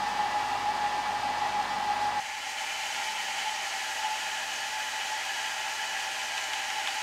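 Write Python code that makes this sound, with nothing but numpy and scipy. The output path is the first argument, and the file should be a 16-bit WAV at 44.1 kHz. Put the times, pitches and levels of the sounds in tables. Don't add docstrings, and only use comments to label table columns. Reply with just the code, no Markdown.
import sys
import numpy as np
from scipy import signal
from scipy.fft import rfft, irfft
from scipy.io import wavfile

SR = 44100
rng = np.random.default_rng(int(sys.argv[2]) if len(sys.argv) > 2 else 0)


def pcm_store(signal):
    levels = np.round(np.clip(np.atleast_2d(signal), -1, 1) * 32767)
    wavfile.write(sys.argv[1], SR, levels.astype(np.int16).T)


N = 309582

CUT_S = 2.197

# t/s, distance (0 near to 1 back)
DRAWN_BACK = [(2.2, 0.18), (3.55, 0.01), (3.9, 1), (6.2, 0.97), (6.7, 0.6), (7.02, 0.73)]
# f/Hz, relative level/dB
AIR_COLOUR_FIRST = [(30, -30), (70, -20), (130, -7.5), (350, -5), (510, -6), (620, 3), (950, 3), (1230, 5),
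                    (1450, -2.5), (1900, -3.5), (3000, -4), (3600, -5.5)]
AIR_COLOUR_SECOND = [(30, -35), (80, -28), (160, -21.5), (250, -16), (430, -12), (520, -13), (620, -0.5),
                     (720, -4.5), (970, -1.5), (1170, -6.5), (1350, 0), (1480, -1.5), (2300, 0.5),
                     (3100, 0), (3600, -5)]
# f/Hz, relative level/dB
HISS_COLOUR_FIRST = [(3500, -1.5), (4900, -3.5), (5400, -6), (6800, -9), (7500, -12.5), (9000, -16),
                     (11500, -24), (15500, -28.5)]
HISS_COLOUR_SECOND = [(3500, 0), (4800, 2), (5100, -1), (5400, 0.5), (6500, 1.5), (8000, -4.5),
                      (9000, -8.5), (10500, -13), (12200, -16.5), (13700, -19), (14000, -18.5),
                      (15500, -25)]
# f/Hz, width/Hz, lift/dB
DUCT_FIRST = [(768, 82, 6.5), (854, 55, 2), (881, 135, 6), (1664, 59, 5), (1935, 85, 7.5), (2420, 120, 1)]
DUCT_NEAR = [(782, 41, 13.7), (821.5, 24, 9.2), (868, 67, 11.8), (1735, 22, 7.2), (1887, 61, 5.1),
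             (2140, 220, 4.4), (2420, 150, 2.7), (2780, 88, 1.5), (3003, 75, 4.8)]
DUCT_BACK = [(780, 37.4, 12.4), (805.7, 18.7, 8.8), (948, 140, 2.2), (1627, 32, 9.6), (1722, 70, 7.7),
             (1933, 127, 5.5), (2500, 93, 4.3), (2944, 47, 6.8), (3180, 11, 3.2)]
# multiple of the shaft rate, level/dB
MOTOR_TONES_FIRST = [(2, -59), (4, -59), (10, -49), (16, -51.5), (17, -52.5), (18, -47.5), (20, -50.5),
                     (23, -53), (26, -56.5), (28, -56.5), (42, -75), (48, -60), (80, -71), (120, -82)]
MOTOR_TONES_SECOND = [(10, -56.5), (30, -52.5), (40, -58), (114, -74), (146, -80)]
# f/Hz, level before the cut/dB, level after it/dB
HUM_TONES = [(49.7, -61, -74), (83.3, -70, -71.5), (100.3, -75, -77.5), (248, -61, -75.5),
             (264.6, -60.5, -72), (131.3, -74, -80), (354, -63, -87)]
# t/s, ring starting level/dB, time for the ring to fall 60 dB/s, crack starting level/dB
TICKS = [(6.2167, -31, .02, -30), (6.3785, -28, 0.047, -32), (6.5338, -27.5, 0.051, -27),
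         (6.7024, -27, .02, -30), (6.8732, -24.5, 0.097, -30)]
# f/Hz, relative level/dB
RING_COLOUR = [(300, -22), (900, -7), (1300, 2), (2100, 3), (3000, 2), (4200, -8), (8000, -23),
               (15000, -38)]
# f/Hz, relative level/dB
CRACK_COLOUR = [(1000, -9), (3000, 4), (7000, -4), (11000, -15), (15500, -34)]
# t/s, level/dB
WHINE_LEVEL = [(2.2, -88), (3.12, -69), (3.5, -88), (3.95, -70), (5.5, -67), (7.02, -80)]
# t/s, level/dB
HOWL_LEVEL_SECOND = [(2.2, -47), (2.4, -42.5), (2.5, -47), (2.7, -45.5), (3.1, -41), (3.55, -40),
                     (3.8, -44.5), (3.95, -36.5), (4.11, -34), (4.2, -46), (4.6, -41), (5.3, -43),
                     (5.56, -41), (6.5, -44.5), (7.02, -38)]

RUSH_FIRST_DB, HISS_FIRST_DB = -38.1, -45
RUSH_SECOND_DB, HISS_SECOND_DB = -36, -41
BACK_DB = -0.13
SWELL_DB, SWELL_S = 4, 0.59

HOWL_FIRST_HZ, HOWL_SECOND_HZ = 835, 862
HOWL_FIRST_DB = -32
# time of one crest/s, period/s, depth/dB
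THROB = (0.522, 0.1528, 6.4)
ROCK_FIRST = (0.55, 0.83, 8.2)
ROCK_SECOND = (3.21, 1.27, 10)

SHAFT_FIRST_HZ, SHAFT_SECOND_HZ = 99.27, 100.2
DRONE_FIRST_DB, DRONE_SECOND_DB = -56, -62
DRONE_FADE_DB_PER_S = 2.5
WHINE_HZ, WHINE_SAG_HZ_PER_S = 13690, 20
TOP_HZ = 15650


def undb(db):
    return 10 ** (np.asarray(db) / 20)


def unit(x):
    return x / np.sqrt(np.mean(x ** 2))


def seconds():
    return np.arange(N) / SR


def since_cut():
    return np.maximum(seconds() - CUT_S, 0)


def curve(table):
    times, values = np.transpose(table)
    return np.interp(seconds(), times, values)


def bins():
    return np.maximum(np.arange(N // 2 + 1) * SR / N, 1)


def colour(points, resonances=()):
    hz, db = np.transpose(points)
    total_db = np.interp(np.log(bins()), np.log(hz), db)
    for centre, width, lift in resonances:
        total_db = total_db + lift * np.exp(-2 * ((bins() - centre) / width) ** 2)
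    return undb(total_db)


def noise(gain):
    spectrum = rfft(rng.standard_normal(N))
    return unit(irfft(spectrum * gain, N))


def walk(rate):
    return noise(np.exp(-(bins() / rate) ** 2))


def flutter(rate):
    return (walk(rate) + 1j * walk(rate)) / np.sqrt(2)


def turn(hz):
    return np.exp(2j * np.pi * np.cumsum(hz) / SR)


def sine(hz, db):
    return np.sqrt(2) * undb(db) * np.real(turn(hz * np.ones(N)))


def rocking(peak_s, period_s, depth_db):
    return -depth_db * np.sin(np.pi * (seconds() - peak_s) / period_s) ** 2


def highpass(x, order, hz):
    return signal.sosfilt(signal.butter(order, hz, "highpass", fs=SR, output="sos"), x)


def rush(air, duct, eddy_db):
    gain = colour(air, duct) / np.sqrt(1 + (bins() / 3500) ** 40)
    upper_share = np.sqrt(np.sum(gain[bins() > 1000] ** 2) / np.sum(gain ** 2))
    eddies = undb(eddy_db * walk(19))
    return noise(gain) / upper_share * eddies


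def hiss(points, eddy_db):
    gain = colour(points) / np.sqrt(1 + (3500 / bins()) ** 40)
    eddies = undb(eddy_db * walk(16))
    return noise(gain) * eddies


def reflect(x, echo_db, sway_s, count=8):
    treble = highpass(x, 2, 1500)
    lags = rng.uniform(.002, .016, count) * SR
    leans = rng.standard_normal(count)
    sway = sway_s * SR * walk(0.71)
    samples = np.arange(N)
    echoes = np.zeros(N)
    for lag, lean in zip(lags, leans):
        echoes += np.interp(samples - lag - sway * lean, samples, treble, left=0)
    return x + undb(echo_db) * echoes


def howl(hz, line_width, steadiness, skirt_width, skirt_db):
    ring = flutter(line_width)
    ring = ring / (np.abs(ring) + 0.1) ** np.clip(steadiness, 0, 1)
    blurred = ring / np.std(ring) + undb(skirt_db) * flutter(skirt_width)
    return unit(np.real(blurred * turn(np.full(N, hz))))


def motor(shaft_hz, tones, wander, blur):
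    shaft = turn(shaft_hz * (1 + wander * walk(3.94)))
    out = np.zeros(N)
    for multiple, db in tones:
        start_phase = np.exp(2j * np.pi * rng.random())
        tone = shaft ** round(multiple) * start_phase
        out += undb(db) * unit(np.real(tone * (1 + blur * flutter(13.3))))
    return out


def drone_first():
    return sine(SHAFT_FIRST_HZ, DRONE_FIRST_DB + rocking(*ROCK_FIRST))


def dryer_first():
    air = undb(RUSH_FIRST_DB) * rush(AIR_COLOUR_FIRST, DUCT_FIRST, eddy_db=0.5)
    jet = undb(HISS_FIRST_DB) * hiss(HISS_COLOUR_FIRST, eddy_db=0.46)
    blown_air = reflect(air + jet, echo_db=-21.5, sway_s=0.00003)
    throb = unit(undb(rocking(*THROB)))
    duct_tone = howl(HOWL_FIRST_HZ, line_width=10.5, steadiness=1.0, skirt_width=32, skirt_db=-9.5)
    duct_tone = undb(HOWL_FIRST_DB) * throb * duct_tone
    motor_tones = motor(SHAFT_FIRST_HZ, MOTOR_TONES_FIRST, wander=0.00122, blur=0.68)
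    return blown_air + duct_tone + drone_first() + motor_tones


def room_hum(after):
    hum = np.zeros(N)
    for hz, before_db, after_db in HUM_TONES:
        level_db = before_db + (after_db - before_db) * after
        wave = np.sin(2 * np.pi * (hz * seconds() + rng.random()))
        hum += np.sqrt(2) * undb(level_db) * wave
    return hum


def drone_second():
    fade_db = DRONE_FADE_DB_PER_S * since_cut()
    return sine(2 * SHAFT_SECOND_HZ, DRONE_SECOND_DB + rocking(*ROCK_SECOND) - fade_db)


def high_whine():
    pitch = WHINE_HZ - WHINE_SAG_HZ_PER_S * since_cut()
    tone = unit(np.real(flutter(16) * turn(pitch)))
    return undb(curve(WHINE_LEVEL)) * tone


def dryer_second():
    back = np.clip(curve(DRAWN_BACK), 0, 1)
    near = np.sqrt(1 - back) * rush(AIR_COLOUR_SECOND, DUCT_NEAR, eddy_db=0.5)
    far = np.sqrt(back) * undb(BACK_DB) * rush(AIR_COLOUR_SECOND, DUCT_BACK, eddy_db=0.5)
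    air = undb(RUSH_SECOND_DB) * (near + far)
    jet = undb(HISS_SECOND_DB) * hiss(HISS_COLOUR_SECOND, eddy_db=0.48)
    blown_air = reflect(air + jet, echo_db=-18.5, sway_s=0.00004)
    duct_tone = howl(HOWL_SECOND_HZ, line_width=11.6, steadiness=0.2, skirt_width=15.5, skirt_db=-6.5)
    duct_tone = undb(curve(HOWL_LEVEL_SECOND)) * duct_tone
    motor_tones = motor(SHAFT_SECOND_HZ, MOTOR_TONES_SECOND, wander=0.002, blur=0.49)
    swell = undb(-SWELL_DB * np.maximum(1 - since_cut() / SWELL_S, 0))
    return swell * (blown_air + motor_tones + drone_second()) + duct_tone + high_whine()


def ticks(crack_s):
    ring, crack = np.zeros(N), np.zeros(N)
    for start_s, ring_db, ring_s, crack_db in TICKS:
        start = int(start_s * SR)
        fall_db = -60 * np.arange(N - start) / SR
        ring[start:] += undb(ring_db + fall_db / ring_s)
        crack[start:] += undb(crack_db + fall_db / crack_s)
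    knocks = ring * noise(colour(RING_COLOUR)) + crack * noise(colour(CRACK_COLOUR))
    return highpass(knocks, 4, 800)


def scene():
    after = np.clip((seconds() - CUT_S) / 0.012 + 0.5, 0, 1)
    dryer = np.sqrt(1 - after) * dryer_first() + np.sqrt(after) * dryer_second()
    mono = dryer + room_hum(after) + ticks(crack_s=0.0063)
    return np.array([mono, mono])


def record(dry):
    return signal.sosfilt(signal.ellip(12, 0.1, 80, TOP_HZ, fs=SR, output="sos"), dry)


dry = scene()
out = record(dry)
pcm_store(out)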